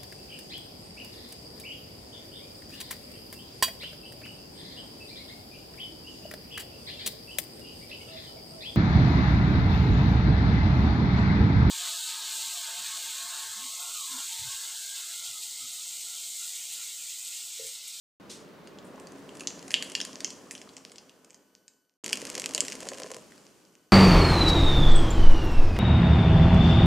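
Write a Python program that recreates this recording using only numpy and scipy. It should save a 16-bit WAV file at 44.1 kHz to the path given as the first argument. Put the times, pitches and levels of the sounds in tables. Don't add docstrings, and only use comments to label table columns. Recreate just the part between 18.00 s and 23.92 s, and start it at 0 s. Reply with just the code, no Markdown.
import sys
import numpy as np
from scipy import signal
from scipy.fft import rfft, irfft
from scipy.io import wavfile

SR = 44100
rng = np.random.default_rng(int(sys.argv[2]) if len(sys.argv) > 2 else 0)


def digitize_waveform(pressure):
    field = np.atleast_2d(pressure).T
    bounded = np.clip(field, -1, 1)
    quanta = np.round(bounded * 32767).astype(np.int16)
    wavfile.write(sys.argv[1], SR, quanta)


N = 261072
TIME = np.arange(N) / SR

# (t/s, peak level before reflections/dB, ring f/Hz, ring share against crack/0-1)
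BURSTS = [(0.6726, -34, 1570, 0.2), (0.786, -32.5, 3050, 0.33), (1.07, -35, 2920, 0.15),
          (1.291, -33.5, 3060, 0.55), (1.4067, -23, 8000, 0.48), (1.4717, -10.5, 5800, 0.56),
          (1.706, -21.5, 6800, 0), (1.7159, -23, 2860, 0.07), (1.7405, -3, 3050, 0.64),
          (1.8237, -16, 3250, 0.37), (1.951, -9, 4800, 0.56), (2.002, -15.5, 3000, 0.51),
          (2.0132, -16, 5450, 0.57), (2.2044, -24, 5050, 0.1), (2.2452, -11, 5780, 0.59),
          (2.3038, -23, 7226, 0.53), (2.5093, -21.5, 6100, 0.22), (2.551, -27.5, 3050, 0.22),
          (2.578, -32.5, 5000, 0.55), (2.615, -31, 4800, 0.45), (2.6905, -34.5, 3420, 0.47),
          (2.7666, -26.5, 6900, 0.5), (2.9178, -34, 8200, .5), (2.9577, -34, 2870, 0.04),
          (2.982, -28, 4950, 0.47), (3.094, -38.5, 2920, 0.36), (3.305, -36.5, 7100, 0.67),
          (3.344, -36, 6300, 0.4), (3.6796, -33, 7000, 0.6), (4.0424, -20, 6700, 0.56),
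          (4.129, -6.5, 4140, 0.41), (4.377, -24, 1750, 0.04), (4.397, -14.5, 7100, 0.47),
          (4.4403, -18, 2520, 0.37), (4.5474, -8, 7060, 0.37), (4.578, -14, 2680, 0.17),
          (4.6048, -4, 7060, 0.69), (4.6817, -16.5, 6700, 0.35), (4.7211, -19.5, 7300, 0.5),
          (4.887, -16, 6730, 0.45), (5.32, -39.5, 1770, 0.52), (5.3784, -40.5, 1520, 0.27)]
# (f/Hz, width/Hz, relative level/dB)
BOWL_MODES = [(183, 39, -6), (271.4, 18, 7.5), (432, 135, -3), (513, 66, -0.5), (623, 31, -4.5),
              (753, 65, -16), (1018, 49, -10.5), (1770, 230, -17.5)]
# (f/Hz, width/Hz, relative level/dB)
CRACK_MODES = [(1630, 370, -3), (3113, 2530, 2.5), (5500, 1700, 5.5), (7100, 3200, -0.5)]
# (f/Hz, relative level per Hz/dB)
FIZZ_SPECTRUM = [(800, -31), (1700, -5), (2800, 1.5), (4700, 3), (7300, 0.5), (10000, -3), (13000, -12),
                 (16000, -45)]
# (f/Hz, relative level per Hz/dB)
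VENT_SPECTRUM = [(25, -30.5), (105, -15), (170, -5), (400, -4), (750, -14.5), (1050, -14.5), (2200, -23),
                 (4500, -29), (8500, -38), (16000, -45)]
# (f/Hz, level/dB)
SIDE_SPECTRUM = [(50, 0), (125, -4), (250, -12.5), (1000, -4.5), (4000, -6.5), (10000, -9)]
# (f/Hz, rms level before the fader/dB)
HUM_LINES = [(200, -66.5), (590, -69)]
# (f/Hz, rms level/dB)
THIN_TONE_LINES = [(1500, -80), (3000, -85.5), (4500, -87), (6000, -85), (9000, -84.5), (10500, -89.5),
                   (12000, -81.5), (13500, -94.5)]
# (t/s, relative plop level/dB, splash peak level/dB)
FALLING_DROPS = [(4.379, -26.5, -16), (4.549, -27.5, -40), (4.58, -25.5, -29), (4.826, -29.5, -31),
                 (4.853, -36, -30), (4.869, -27.5, -29), (4.9173, -25.5, -32), (4.933, -34, -23.5),
                 (4.951, -34, -48), (4.984, -33, -40), (4.999, -28, -21), (5.019, -27, -24),
                 (5.043, -29, -42), (5.062, -30.5, -33), (5.103, -30, -28.5), (5.1149, -27.5, -21),
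                 (5.1438, -35, -23.5), (5.1654, -30.5, -26.5), (5.183, -38, -39)]
# (f/Hz, width/Hz, level against direct sound/dB)
HOLLOW_MODES = [(2870, 1200, -10), (3570, 1300, -4), (7060, 1200, -9)]
# (t/s, peak level before reflections/dB)
FLUNG_DROPLETS = [(0.9975, -38), (1.1194, -40), (1.3513, -37), (1.3694, -36), (1.395, -30), (1.6255, -34.5),
                  (1.6788, -29.5), (1.8972, -28.5), (1.9174, -28), (2.0493, -22.5), (3.245, -41),
                  (4.061, -13), (4.0786, -19), (4.0961, -21), (4.1236, -22), (4.155, -19), (4.1713, -18),
                  (4.201, -27), (4.2163, -21), (4.2512, -18), (4.268, -22), (4.2995, -15.5), (4.351, -14.5),
                  (4.418, -17), (4.4585, -10), (4.491, -22), (4.5358, -21), (4.56, -21), (4.6494, -21.5),
                  (4.6995, -21.5), (4.727, -22), (4.752, -22.5), (4.804, -21.5), (4.983, -26)]
# (t/s, starting level/dB)
SPRAY_PUFFS = [(0.846, -59.5), (0.997, -62.5), (1.168, -67), (1.35, -60.5), (1.406, -58), (1.704, -46),
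               (1.823, -46.5), (1.951, -53.5), (2.012, -68), (2.508, -48.5)]

# (start t/s, end t/s)
FAR, NEAR = (.199, 3.97), (4.038, 6)
FAR_FADE, NEAR_FADE = (1.96, 4.142), (4.644, 6.336)
FADER_DB, FADE_CURVE = 2.5, 1.765
LAND_S, SWELL_S, DRY_S, DRYING_S = 0.7, 0.12, 5.27, 0.19
HEAD_START_S, HEAD_GROWTH_S = 0.7, 1.2
DRUM_DB, DRUM_NEAR_DB = -55, 2.5
FIZZ_DB, FIZZ_NEAR_DB = -56.5, 4.5
GURGLE_DB, SPATTER_DB = -63, -52.5
STIR_GAIN, STIR_S = 2.6, 0.059
PLOP_HZ, PLOP_SPREAD_OCTAVES = 510, 0.099
CUTOFF_HZ = 16600


def from_db(db):
    return 10 ** (np.asarray(db) / 20)


def rms_one(x):
    return x / np.sqrt(np.mean(x ** 2) + 1e-20)


def coloured(x, spectrum):
    hz, db = np.transpose(spectrum)
    bins = np.maximum(np.fft.rfftfreq(x.shape[-1], 1 / SR), 1)
    gain = from_db(np.interp(np.log(bins), np.log(hz), db))
    return irfft(rfft(x) * gain, x.shape[-1])


def band(x, low_hz, high_hz):
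    return signal.sosfilt(signal.butter(2, [low_hz, high_hz], "band", fs=SR, output="sos"), x)


def soften(x, top_hz):
    return signal.sosfilt(signal.butter(4, top_hz, fs=SR, output="sos"), x)


def resonate(x, modes):
    out = 0
    for k, (hz, width, db) in enumerate(modes):
        r = np.exp(-np.pi * width / SR)
        poles = [1, -2 * r * np.cos(2 * np.pi * hz / SR), r * r]
        ringing = signal.lfilter([1, 0, -1], poles, x + 1e-18)
        out = out + (-1) ** k * from_db(db) * (1 - r * r) / 2 * ringing
    return out


def grains(per_s, spread_db):
    sizes = from_db(spread_db * np.minimum(rng.exponential(1, N), 4)) * rng.choice([-1, 1], N)
    return sizes * (rng.random(N) < per_s / SR)


def tones(lines):
    return sum(np.sqrt(2) * from_db(db) * np.sin(2 * np.pi * (hz * TIME + rng.random())) for hz, db in lines)


def stereo(mid, side):
    return np.array([mid + side, mid - side])


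def add(track, s, sound):
    start = int(s * SR)
    track[start:start + len(sound)] += sound[:N - start]


def ramp(start_s, length_s):
    return np.clip((TIME - start_s) / length_s, 0, 1)


def by_passage(far, near):
    return np.where(TIME < NEAR[0], far, near)


def fade_out():
    far, near = (1 - ramp(start, end - start) for start, end in (FAR_FADE, NEAR_FADE))
    return from_db(FADER_DB) * by_passage(far, near) ** FADE_CURVE


def background(level_db):
    mid, side = rms_one(coloured(rng.standard_normal((2, N)), VENT_SPECTRUM))
    return from_db(level_db) * stereo(mid, coloured(side, SIDE_SPECTRUM)) + tones(HUM_LINES)


def thin_tones(fader):
    return np.minimum(from_db(22.5) * fader, 1) * tones(THIN_TONE_LINES)


def far_clack(s, level_db, t60, low_hz, high_hz):
    echoes = np.array([grains(per_s=4600, spread_db=0.0) for _ in range(2)])
    mid, side = rms_one(band(band(echoes, low_hz, high_hz), 1500, 11000))
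    decay = from_db(level_db - 60 * np.abs(TIME - s) / t60)
    return stereo(mid, from_db(-13) * side) * decay * np.sqrt(ramp(s, 0.0078))


def snaps(cycles, glide, lag_s, near_ring, far_top_hz, near_top_hz, tear_db, tear_t60,
          far_wall_db, near_wall_db, wall_t60, side_db):
    mid, side, t = np.zeros(N), np.zeros(N), TIME[:SR // 20]
    for s, peak_db, hz, share in BURSTS:
        near = s > FAR[1]
        tear = (t == 0) + rng.standard_normal(len(t)) * from_db(tear_db - 60 * t / tear_t60)
        modes = [(centre * 2 ** (0.032 * rng.standard_normal()), width, db) for centre, width, db in CRACK_MODES]
        crack = band(resonate(tear, modes), 670, near_top_hz if near else far_top_hz)
        age = t * hz / cycles
        swell = age * np.exp((1 - age ** 2) / 2)
        ring = swell * np.sin(2 * np.pi * hz * t * (1 + glide * (age / 2 - 1)))
        ring_share = share * (near_ring if near else 1)
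        snap = ring_share * ring + (1 - ring_share) * crack / np.abs(crack).max()
        snap = from_db(peak_db) * snap / np.abs(snap).max()
        walls = rng.standard_normal((2, len(t))) * from_db(-60 * t / wall_t60) * (t > lag_s)
        walls = from_db(near_wall_db if near else far_wall_db) * walls / np.linalg.norm(walls[0])
        add(mid, s + lag_s, snap + signal.fftconvolve(snap, walls[0])[:len(t)])
        add(side, s + lag_s, signal.fftconvolve(snap, walls[1]))
    return stereo(mid, from_db(side_db) * band(side, 10000, 15000))


def in_hollow(x):
    return x + resonate(x, HOLLOW_MODES)


def kitchen(x, t60, delay_s, low_hz, high_hz, side_db):
    t = TIME[:SR * 3 // 4]
    noise = rng.standard_normal((2, len(t))) * from_db(-60 * t / t60) * (t > delay_s)
    cloud = band(noise, low_hz, high_hz)
    mid, side = cloud / np.sqrt(np.sum(cloud[0] ** 2) * SR / 2 / (high_hz - low_hz))
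    return signal.fftconvolve(stereo(mid, from_db(side_db) * side), x, axes=1)[:, :N]


def stream(flow, near_low_hz):
    blows = resonate(grains(per_s=1500, spread_db=6.0), BOWL_MODES)
    near_blows = from_db(DRUM_NEAR_DB) * rms_one(band(blows, near_low_hz, 2400))
    return flow * from_db(DRUM_DB) * by_passage(rms_one(blows), near_blows)


def stirred():
    flares = sum(from_db(db) * (TIME > s) * np.exp(-np.abs(TIME - s) / STIR_S) for s, db, *_ in BURSTS)
    return np.sqrt(1 + STIR_GAIN * flares)


def foam(fizz, pops_per_s, hiss_db, pop_db, cycles):
    mid, side = (rms_one(coloured(grains(per_s=5200, spread_db=2.5), FIZZ_SPECTRUM)) for _ in range(2))
    hiss = stereo(mid, coloured(side, SIDE_SPECTRUM))
    clicks = grains(pops_per_s, spread_db=5.0)
    pitches = np.geomspace(2200, 7800, num=12)
    dealt = rng.integers(len(pitches), size=N)
    rings = 0
    for k, hz in enumerate(pitches):
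        rings = rings + resonate(clicks * (dealt == k), [(hz, hz / cycles, 0)]) * np.sqrt(pitches[0] / hz)
    pops = band(rings + .5 * resonate(clicks, CRACK_MODES), 1100, 10000)
    return fizz * (from_db(hiss_db) * hiss + from_db(pop_db) * pops)


def gurgle(low_hz, high_hz, cycles, near_db):
    pitches = np.geomspace(low_hz, high_hz, num=12)
    rings = sum(resonate(grains(per_s=15, spread_db=4.5), [(hz, hz / cycles, 0)]) for hz in pitches)
    return from_db(GURGLE_DB + by_passage(0, near_db)) * rms_one(rings)


def spray(t60, low_hz, high_hz):
    power = sum(from_db(db - 60 * np.abs(TIME - s) / t60) ** 2 * (TIME > s) for s, db in SPRAY_PUFFS)
    mid, side = (rms_one(band(grains(per_s=2000, spread_db=4.0), low_hz, high_hz)) for _ in range(2))
    return np.sqrt(power) * stereo(mid, from_db(-9.5) * side)


def ticks(low_hz, top_hz, spread_octaves, lag_s, far_wall_db, near_wall_db, wall_t60):
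    out, t = np.zeros(N), TIME[:SR // 20]
    for s, *_, peak_db in [*FLUNG_DROPLETS, *FALLING_DROPS]:
        brightness_hz = top_hz * 2 ** (spread_octaves * (2 * rng.random() - 1))
        tick = soften(band(t == 0, low_hz, brightness_hz), top_hz=11800)
        tick = from_db(peak_db) * tick / np.abs(tick).max()
        wall = rng.standard_normal(len(t)) * from_db(-60 * t / wall_t60)
        wall = from_db(near_wall_db if s > FAR[1] else far_wall_db) * wall / np.linalg.norm(wall)
        add(out, s + lag_s, signal.fftconvolve(tick, wall + (t == 0)))
    return out


def spatter(per_s, low_hz, top_hz):
    crackle = soften(band(grains(per_s, spread_db=2.5), low_hz, top_hz), top_hz=9800)
    return by_passage(0, from_db(SPATTER_DB)) * rms_one(crackle)


def drops(plop_db, knock_db, t60, rise_per_s):
    plops, clicks, t = np.zeros(N), np.zeros(N), TIME[:SR // 10]
    for s, drop_db, _ in FALLING_DROPS:
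        hz = PLOP_HZ * 2 ** (PLOP_SPREAD_OCTAVES * rng.standard_normal())
        add(plops, s, from_db(drop_db - 60 * t / t60) * np.sin(2 * np.pi * hz * t * (1 + rise_per_s * t)))
        add(clicks, s, from_db([drop_db]))
    knocks = resonate(clicks, BOWL_MODES[4:])
    return band(from_db(plop_db) * plops + from_db(knock_db) * knocks, 270, 2500)


def scene():
    fader = fade_out()
    flow = ramp(LAND_S, SWELL_S) * (1 - ramp(DRY_S - DRYING_S, DRYING_S))
    head = ramp(HEAD_START_S, HEAD_GROWTH_S)
    fizz = head * stirred() * from_db(FIZZ_DB + by_passage(0, FIZZ_NEAR_DB))

    air = fader * background(level_db=by_passage(-53.0, -51.0)) + thin_tones(fader)
    clack = far_clack(s=0.2953, level_db=-41.5, t60=0.4, low_hz=2780, high_hz=8600)
    beer = snaps(cycles=1.45, glide=0.055, lag_s=.0008, near_ring=0.89, far_top_hz=7900, near_top_hz=11000,
                 tear_db=-10.0, tear_t60=0.0062, far_wall_db=-5.0, near_wall_db=-7.5, wall_t60=0.053, side_db=1.0)
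    beer = beer + fader * stream(flow, near_low_hz=325)
    beer = beer + fader * foam(fizz, pops_per_s=9.5, hiss_db=-4.5, pop_db=35.0, cycles=2.4)
    beer = beer + fader * flow * gurgle(low_hz=549, high_hz=1213, cycles=10, near_db=1.5)
    beer = beer + spray(t60=0.23, low_hz=7300, high_hz=10500)
    beer = beer + ticks(low_hz=1800, top_hz=8600, spread_octaves=0.15, lag_s=0.0014,
                        far_wall_db=4.0, near_wall_db=-6, wall_t60=0.02)
    beer = beer + fader * flow * spatter(per_s=220, low_hz=1765, top_hz=8300)
    beer = beer + drops(plop_db=-7.5, knock_db=38.5, t60=0.061, rise_per_s=1.0)
    beer = in_hollow(beer)
    send = from_db(by_passage(-9.0, -14.5)) * beer
    room = kitchen(send, t60=0.43, delay_s=0.0068, low_hz=207, high_hz=11130, side_db=-14.0)
    return beer + room + clack + air


def record(dry):
    running = sum((TIME > start) & (TIME < end) for start, end in (FAR, NEAR))
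    return signal.sosfilt(signal.cheby2(14, 60, CUTOFF_HZ, fs=SR, output="sos"), dry * running)


dry = scene()
out = record(dry)
digitize_waveform(out)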